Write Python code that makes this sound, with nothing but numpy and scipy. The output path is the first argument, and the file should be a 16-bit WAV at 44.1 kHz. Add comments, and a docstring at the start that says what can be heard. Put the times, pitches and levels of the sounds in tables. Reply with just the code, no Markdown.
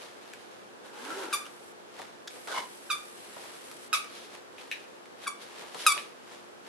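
"""A dog with a squeaky toy

A small dog carries a plush toy over carpet and bites it five times. Each bite drives air past a reed,
which chirps; the plastic bulb pops as it buckles and springs back. Friction sounds as the dog brushes
a cardboard box and torn wrapping paper, amid soft footfalls and small snaps. Behind it a fan hums,
and a camera's zoom motor whirs twice, with a click of its lever before the second run."""
import sys
import numpy as np
from scipy import signal
from scipy.fft import rfft, irfft, next_fast_len
from scipy.io import wavfile
from scipy.ndimage import uniform_filter1d, map_coordinates

SR = 44100
rng = np.random.default_rng(int(sys.argv[2]) if len(sys.argv) > 2 else 0)


def generate_wav(signal):
    """Clip the signal to [-1, 1] and save it as 16-bit WAV at the path in sys.argv[1]."""
    frames = np.transpose(np.atleast_2d(signal))
    scaled = np.clip(frames, -1, 1) * 32767
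    pcm = np.round(scaled).astype(np.int16)
    wavfile.write(sys.argv[1], SR, pcm)


N = 294588
T = np.arange(N) / SR
TOP_HZ = 12900  # upper band limit
FADE_DB = 10  # a stroke swells by this much over its rise and dies by as much over its fall

# Noise spectra of the sources. Each row: frequency in Hz, relative spectral density in dB.
AIR_SPECTRUM = [(25, -33), (53, -39), (97, -12), (152, -10.5), (219, -4), (308, -3), (351, -4.5),
                (481, 1.5), (563, -2.5), (1650, -8), (1980, -13), (3200, -15.7), (5000, -20.3),
                (10800, -26.3), (12050, -26.5), (13000, -92)]
GEAR_SPECTRUM = [(500, -11), (2000, 1), (4500, -2), (7400, -4), (8200, 4.5), (9000, -4.5), (11000, 2),
                 (13000, -13)]
PLUSH_SPECTRUM = [(50, -40), (200, -21), (500, 1), (1500, -2.5), (3500, -4), (6000, -11), (10000, -14.5),
                  (13000, -22)]
PAW_SPECTRUM = [(40, -43), (130, -8.5), (300, -5.5), (550, 5), (1000, 4.5), (2000, -15), (6000, -70)]
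BOX_SPECTRUM = [(100, -40), (220, -16), (380, -4.5), (530, -3.5), (680, -10.5), (850, -1.5), (1050, -5.5),
                (1190, -12), (1500, -5.5), (1800, -12), (3300, -14), (4500, -18), (11000, -23.5),
                (13000, -32)]
WALL_SPECTRUM = [(900, -37), (1220, -10), (1340, 7), (1450, -1), (1600, 3), (1740, -16), (2400, -38)]
PAPER_SPECTRUM = [(100, -40), (200, -21.5), (500, -4.5), (900, -6.5), (1300, -7.5), (1900, -15.5),
                  (2600, -19), (3500, -13), (6000, -19.5), (10800, -25.5), (13000, -34)]
DRAFT_SPECTRUM = [(60, -48), (400, 0), (1200, -2.5), (2400, 0), (3700, 2), (5500, -3.5), (8000, -9.5),
                  (11000, -6.5), (13000, -22)]
# Stereo likeness of the noises. Each row: frequency in Hz, left-right correlation.
AIR_COHERENCE = [(60, -0.37), (150, -0.48), (300, -0.006), (1000, -0.41), (4000, -0.2), (10000, -0.32)]
RUB_COHERENCE = [(200, 0.3), (1000, 0.42), (4000, 0.1), (10000, 0.067)]
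# The room's decay. Each row: frequency in Hz, reverberation time in seconds.
ROOM_T60 = [(200, 0.52), (1200, 0.41), (2400, 0.36), (4000, 0.35), (7000, 0.34), (12000, 0.27)]
# Resonant modes. Each row: frequency in Hz, bandwidth in Hz, relative gain in dB.
LEVER_MODES = [(1590, 190, 1), (3450, 210, 1), (3850, 220, -1.5), (4650, 300, -3.5), (5270, 400, -4),
               (6660, 900, -8.5), (11000, 2500, -20.5)]
CREASED_PAPER_MODES = [(1490, 150, 10.5)]
BOWED_PAPER_MODES = [(500, 400, -10), (1030, 61, 15), (2170, 130, 14.5), (2950, 90, 12.5)]
BULB_MODES = [(1730, 190, -2), (2475, 270, 4), (2880, 420, -2), (3880, 230, -5), (5850, 700, -16),
              (10100, 5900, -25.5)]
# The fan's hum. Each row: frequency in Hz, level in dB.
FAN_TONES = [(354, -62.5), (410, -67)]
# Runs of the lens motor. Each row: start in seconds, end in seconds, level in dB.
ZOOM_RUNS = [(1.425, 1.724, -57.5), (2.3, 3.883, -52)]
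# Impacts. Each row: start in seconds, level in dB.
LEVER_BLOWS = [(2.275, -31), (2.278, -26.5), (2.2815, -30)]  # the zoom lever clicks home
PAW_STEPS = [(1.991, -38.5), (2.358, -46), (2.585, -38), (3.364, -43), (3.44, -48), (5.619, -43.5),
             (5.743, -37), (5.965, -39), (6.311, -49)]
BULB_POPS = [(4.5828, -34.5), (4.593, -47), (4.7143, -19), (4.717, -27), (4.7238, -24.5), (4.7271, -29),
             (5.9778, -21)]  # the bulb buckles and springs back
# Strokes of noise. Each row: peak time in seconds, relative level in dB, rise and fall in seconds.
RUSTLE_STROKES = [(.02, -47, .03, .12), (.27, -52, .14, .19), (.53, -55.5, .12, .19), (1.05, -45, .04, .04),
                  (2.0, -44.5, .06, .1), (2.36, -49.5, .025, .05), (3.29, -52, .17, .1),
                  (3.44, -46.5, .14, .27), (3.86, -56, .15, .03), (4.345, -46.5, .05, .06),
                  (4.61, -48.5, .045, .11), (4.82, -54.5, .15, .17), (5.24, -44, .035, .045),
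                  (5.6, -43.5, .13, .17), (6.33, -47.5, .08, .11), (6.68, -46, .025, .05)]  # carpet rubs; the last row is a brief rise of noise at the very end
WALL_STROKES = [(1.11, -39, .04, .045), (1.25, -45, .04, .05)]  # fur catches and the box wall sings out
DRAFT_STROKES = [(.02, -48, .02, .06), (.415, -56, .06, .06), (4.17, -46, .11, .1), (4.245, -49, .04, .03),
                 (4.6, -52, .025, .06), (4.72, -50, .012, .08), (5.24, -48, .03, .04),
                 (5.42, -45.5, .018, .06), (5.81, -37.5, .048, .125), (5.98, -44.5, .1, .07)]
# The flank pressing along the box. Each row: time in seconds, relative level in dB.
BOX_PRESSURE = [(0.82, -65), (0.856, -49), (0.928, -57), (0.936, -49), (1.118, -40), (1.246, -39),
                (1.292, -46), (1.31, -43)]
# The note of the ribbed cardboard. Each row: time in seconds, pitch in Hz, level in dB.
RIB_NOTE = [(.99, 215.3, -56), (1.04, 250, -47), (1.10, 320, -49), (1.15, 380, -45.5), (1.20, 388, -42.5),
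            (1.25, 345, -44.5), (1.30, 225, -55)]
# Small snaps and, last, one low thump of a paw.
# Each row: start in seconds, peak in dB, mode in Hz, its gain in dB.
SNAPS_AND_THUMP = [(.3352, -31, 2000, 16), (1.455, -36, 2470, 40), (1.4653, -34, 1300, 33),
                   (1.991, -33.5, 1600, 38), (2.017, -34.5, 1550, 36), (2.308, -40, 2300, 19),
                   (2.474, -32, 2300, 30), (2.516, -37, 1430, 16), (2.581, -38, 1100, 25),
                   (3.439, -40, 2600, 15), (3.714, -33, 1360, 27), (4.044, -34, 2350, 28),
                   (5.057, -43, 2300, 31), (5.746, -28.5, 380, 42)]
# The reed's harmonics. Each row: multiple of the pitch, relative level in dB.
REED_HARMONICS = [(1, 0.5), (2, -4), (3, -8), (4, -11), (5, -14), (6, -16), (7, -14.5), (8, -12.5),
                  (9, -16), (10, -21), (11, -33)]
# Bites. Each row: start and length in seconds, first pitch in Hz, level in dB, rasp from 0 to 1, tilt in
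# dB per octave, resonance in Hz, reverberation relative to direct in dB, left minus right in dB.
TOY_BITES = [(1.3285, .018, 1216, -29, .6, 1.2, 11200, .8, 1.5),
             (2.9035, .015, 1212, -31.2, .4, 1.1, 3560, 2, -3.5),
             (3.930, .023, 1285, -23.8, .9, 1.5, 2750, 4.5, -5),
             (5.2703, .011, 1150, -29.6, .18, -.7, 9150, -3.5, 1.5),
             (5.8655, .059, 1298, -14.9, .05, .4, 9200, -3.2, 1)]


def amp(db):
    """Decibels to amplitude ratio."""
    return 10 ** (np.asarray(db) / 20)


def unit(x):
    """Normalisation to an rms of 1."""
    return x / np.sqrt(np.mean(x ** 2) + 1e-20)


def along(points, hz):
    """Interpolation of (Hz, value) points on a logarithmic frequency axis."""
    f, v = np.transpose(points)
    return np.interp(np.log(hz + 1), np.log(f + 1), v)


def level(rows):
    """Amplitude envelope through (seconds, dB) points, silent outside them."""
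    s, db = np.transpose(rows)
    return uniform_filter1d(amp(np.interp(T, s, db, left=-120, right=-120)), size=256)


def strokes(rows):
    """Envelope of strokes that grow and decay exponentially; incoherent sounds add in power."""
    power = 0
    for s, db, rise, fall in rows:
        distance = np.maximum((s - T) / rise, (T - s) / fall)
        power += amp(db - FADE_DB * np.minimum(distance, 10)) ** 2
    return np.sqrt(power)


def wobble(rate, size=N):
    """Random modulation: a smooth curve with rate knots a second."""
    return map_coordinates(rng.standard_normal(int(size * rate / SR) + 4), [T[:size] * rate])


def filtered(x, response):
    """Linear filtering: the spectrum of x times a frequency response."""
    n = x.shape[-1]
    m = next_fast_len(n + 8192)
    return irfft(rfft(x, m) * response(np.fft.rfftfreq(m, 1 / SR)), m)[..., :n]


def low_cut(x, hz):
    """Second-order high-pass: 12 dB less per octave well below hz."""
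    return filtered(x, lambda f: f ** 2 / np.sqrt(f ** 4 + hz ** 4))


def resonance(f, hz, width):
    """Response of a damped oscillator, 1 at its centre."""
    return 1j * f * width / (hz * hz - f * f + 1j * f * width)


def add(out, s, x):
    """Superposition of x on out from time s."""
    i = max(0, round(s * SR))
    out[..., i:i + x.shape[-1]] += x[..., :max(0, N - i)]


def rush(spectrum, coherence, grain_db=0, grain_rate=300):
    """Partly coherent stereo noise of rms 1, clumped into grains by amplitude modulation."""
    def mid_and_side(f):
        angle = np.arccos(np.clip(along(coherence, f), -1, 1)) / 2
        return amp(along(spectrum, f)) * np.array([np.cos(angle), np.sin(angle)])

    noise = rng.standard_normal((2, N)) * amp(grain_db * wobble(grain_rate))
    mid, side = filtered(noise, mid_and_side)
    return unit(np.array([mid + side, mid - side]))


def in_room(x, wet_db, pan_db=0, early_db=8, early_s=0.017, gap_s=0.0027, width=0.98):
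    """Reverberation: direct sound, dense echoes from near furniture, then an exponential tail."""
    hz, t, noise = signal.stft(rng.standard_normal((2, SR // 2)), SR, nperseg=256)
    decay = amp(-60 * t / along(ROOM_T60, hz)[:, None])
    mid, side = signal.istft(noise * decay, SR, nperseg=256)[1]
    t = np.arange(len(mid)) / SR
    onset = amp(early_db * np.exp(-t / early_s)) * (1 - np.exp(-(t / gap_s) ** 2))
    tail = onset * np.array([mid + width * side, mid - width * side])
    out = signal.fftconvolve(x[None], tail, axes=1)
    out *= amp(wet_db) * np.sqrt(2 * np.sum(x ** 2) / np.sum(out ** 2))
    add(out, 0, x * amp([[pan_db / 2], [-pan_db / 2]]))
    return out


def knocks(blows, modes, room_db):
    """Impulse response: each blow rings a plastic part's damped modes, alternating in sign."""
    out = np.zeros((2, N))
    ring = filtered(signal.unit_impulse(SR // 20), lambda f: sum(
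        (-1) ** k * amp(db) * resonance(f, hz, width) for k, (hz, width, db) in enumerate(modes)))
    for s, db in blows:
        add(out, s, in_room(amp(db) * ring / np.abs(ring).max(), room_db))
    return out


def fan_and_air(air_db=-49.5, drift_rad=0.86):
    """Broadband air noise lies under a fan's tones, which phase modulation makes slightly unsteady."""
    hum = 0
    for hz, db in FAN_TONES:
        drift = drift_rad * np.array([wobble(11), wobble(7)])
        hum += amp(db) * np.sqrt(2) * np.sin(2 * np.pi * hz * T + drift)
    return amp(air_db) * rush(AIR_SPECTRUM, AIR_COHERENCE) + hum


def zoom_motor():
    """Gear noise: tiny meshing teeth hiss while the lens travels."""
    running = sum(level([(start, db), (end, db)]) for start, end, db in ZOOM_RUNS)
    return running * rush(GEAR_SPECTRUM, AIR_COHERENCE, grain_db=1.5, grain_rate=180)


def rustles(gain_db=-1):
    """Stick-slip friction of paws and plush on carpet; the last stroke is just a brief rise of noise."""
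    noise = rush(PLUSH_SPECTRUM, RUB_COHERENCE, grain_db=2.5, grain_rate=470)
    return amp(gain_db) * strokes(RUSTLE_STROKES) * noise


def footfalls(rise_s=0.0013, t60=0.16):
    """Cushioned impacts carry little treble: paws land on the carpet with dull puffs."""
    push, t = np.zeros(N), np.arange(SR // 3) / SR
    for s, db in PAW_STEPS:
        add(push, s, amp(db - 60 * t / t60) * (1 - np.exp(-t / rise_s)))
    return push * rush(PAW_SPECTRUM, RUB_COHERENCE)


def box_rub(hiss_db=0.5, wall_db=-11, unevenness=0.035, release_s=.13):
    """Friction of fur on cardboard hisses and rings the wall; the ribs' passing rate sets a note."""
    s, hz, db = np.transpose(RIB_NOTE)
    rib_hz = np.interp(T, s, hz) * (1 + unevenness * wobble(150))
    note = level(np.column_stack([s, db])) * np.sin(2 * np.pi * np.cumsum(rib_hz) / SR)
    note *= amp(2.6 * wobble(88.9))  # roughness
    end_s, end_db = BOX_PRESSURE[-1]
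    pressure = level([*BOX_PRESSURE, (end_s + 2 * release_s, end_db - 2 * FADE_DB)])
    hiss = amp(hiss_db) * pressure * rush(BOX_SPECTRUM, RUB_COHERENCE, grain_db=1.0, grain_rate=270)
    wall_drive = np.hypot(amp(wall_db) * pressure, strokes(WALL_STROKES))
    wall = wall_drive * rush(WALL_SPECTRUM, RUB_COHERENCE, grain_db=0.5, grain_rate=170)
    return hiss + wall + in_room(note, wet_db=-2)[:, :N]


def paper_rub(push_s=2.474, bow_s=2.54, slip_s=2.582, slip_db=-30.5):
    """Stick-slip friction drives a sheet whose modes change as it bows; it peaks on slipping free."""
    attack_s, bowing_s = .004, 0.012
    build_db_per_s, die_db_per_s = 78, 230
    slips = rush(PAPER_SPECTRUM, RUB_COHERENCE, grain_db=1.5, grain_rate=300)

    def sheet(modes):
        return unit(filtered(slips, lambda f: 1 + sum(
            (amp(db) - 1) * resonance(f, hz, width) for hz, width, db in modes)))

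    bowed = .5 + .5 * np.tanh((T - bow_s) / bowing_s)
    touching = .5 + .5 * np.tanh((T - push_s) / attack_s)
    below_peak_db = np.maximum(build_db_per_s * (slip_s - T), die_db_per_s * (T - slip_s))
    push = touching * amp(slip_db - below_peak_db)
    return push * ((1 - bowed) * sheet(CREASED_PAPER_MODES) + bowed * sheet(BOWED_PAPER_MODES))


def snaps_and_thump(t60=.013, width_hz=900, low_hz=700):
    """Transient excitation: a short burst rings one damped mode, as a small snap or a paw's low thump."""
    out, t = np.zeros((2, N)), np.arange(SR // 10) / SR
    band = lambda f: (1j * f / (low_hz + 1j * f)) ** 2 * (f < TOP_HZ)
    for s, db, hz, ring_db in SNAPS_AND_THUMP:
        burst = rng.standard_normal(len(t)) * amp(-60 * t / t60)
        hit = filtered(burst, lambda f: band(f) * (1 + amp(ring_db) * resonance(f, hz, width_hz)))
        add(out, s, in_room(amp(db) * hit / np.abs(hit).max(), wet_db=-3))
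    return out


def reed_draft():
    """Below the threshold of oscillation, air only hisses through the reed on a squeeze or refill."""
    return strokes(DRAFT_STROKES) * rush(DRAFT_SPECTRUM, RUB_COHERENCE, grain_db=1.0)


def squeaker():
    """Self-sustained oscillation: a reed whistles, then beats on its seat, lower and rich in harmonics."""
    free_hz, rest_hz, sag_hz_per_s = 1600, 1172, 520
    overblown_hz, loss_db_per_hz = 1215, .16
    gentle_onset_s, halving_loss_db, release_s = .004, 2.5, .0047
    settle_s, settle_power = .0135, 1.7
    jitter, flutter_db, hiss_db, rasp_hiss_db = .04, 2.5, -26, 20
    whistle_db, whistle_s = -6, .0045
    band_db, smear_rad, lag_s_per_db, lead_s = 5.5, 0.14, .000012, .02
    out = np.zeros((2, N))
    t = np.arange(SR // 6) / SR - lead_s
    k = np.arange(1, len(REED_HARMONICS) + 1)[:, None]
    harmonic_db = np.array(REED_HARMONICS)[:, 1:]
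    spent = 1 - np.exp(-(np.maximum(t, 0) / settle_s) ** settle_power)  # the bulb's pressure settles
    for s, length, first_hz, db, rasp, tilt_db, band_hz, room_db, pan_db in TOY_BITES:
        # a hard bite starts higher and more suddenly, and loses more pressure
        loss_db = loss_db_per_hz * max(first_hz - overblown_hz, 0)
        onset_s = gentle_onset_s / (1 + loss_db / halving_loss_db)
        beating = .5 + .5 * np.tanh(1.52 * t / onset_s + 0.795)
        sag_hz = max(first_hz - rest_hz, 0) * spent + sag_hz_per_s * t  # the air runs out
        pitch = first_hz - sag_hz + (free_hz - first_hz) * (1 - beating)
        hz = k * pitch * (1 + jitter * rasp * wobble(867, size=len(t)))
        flow = np.exp(np.minimum(t, 0) / onset_s - np.maximum(t - length, 0) / release_s)
        flow *= amp(db - loss_db * spent + flutter_db * wobble(402, size=len(t)))
        # a resonance lifts one band of each squeak
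        lift_db = band_db * np.abs(resonance(hz, band_hz, band_hz / 4))
        colour_db = harmonic_db + tilt_db * np.log2(k) + lift_db
        # dispersion: the tube and stuffing delay the high harmonics, spreading each pulse
        phase = 2 * np.pi * np.cumsum(hz, axis=1) / SR - smear_rad * (k - 1) ** 2
        tone = -np.sum(amp(colour_db) * beating ** (k - 1) * np.cos(phase), axis=0)
        # air leaks past the reed once a cycle
        puffs = rng.standard_normal(len(t)) * (1 + np.cos(phase[0]))
        hiss = unit(filtered(puffs, lambda f: amp(along(DRAFT_SPECTRUM, f))))
        leak = amp(hiss_db + rasp_hiss_db * rasp) * beating * hiss
        # a gentle bite lets the free reed whistle more strongly
        whistle_gain = amp(db + whistle_db) * onset_s / gentle_onset_s
        whistle = whistle_gain * np.exp(-np.abs(t) / whistle_s) * np.sin(2 * np.pi * free_hz * t)
        chirp = low_cut(flow * (tone + leak) + whistle, hz=850)  # a small source radiates little bass
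        heard = in_room(chirp, room_db, pan_db)
        # the louder channel receives the chirp first
        ahead_s = lag_s_per_db * pan_db * np.array([[1], [-1]])
        add(out, s - lead_s, filtered(heard, lambda f: np.exp(1j * np.pi * f * ahead_s)))
    return out


def scene():
    """Superposition of the toy, the dog and the camera over the quiet room."""
    toy = reed_draft() + squeaker() + knocks(BULB_POPS, BULB_MODES, room_db=1)
    movement = box_rub() + paper_rub() + rustles() + footfalls() + snaps_and_thump()
    camera = zoom_motor() + knocks(LEVER_BLOWS, LEVER_MODES, room_db=-4.5)
    return toy + movement + camera + fan_and_air()


def record(dry):
    """Band limiting: the microphone drops the deep bass, and the treble ends steeply at TOP_HZ."""
    return filtered(low_cut(dry, hz=45), lambda f: 1 / np.sqrt(1 + (f / TOP_HZ) ** 120))


dry = scene()
out = record(dry)
generate_wav(out)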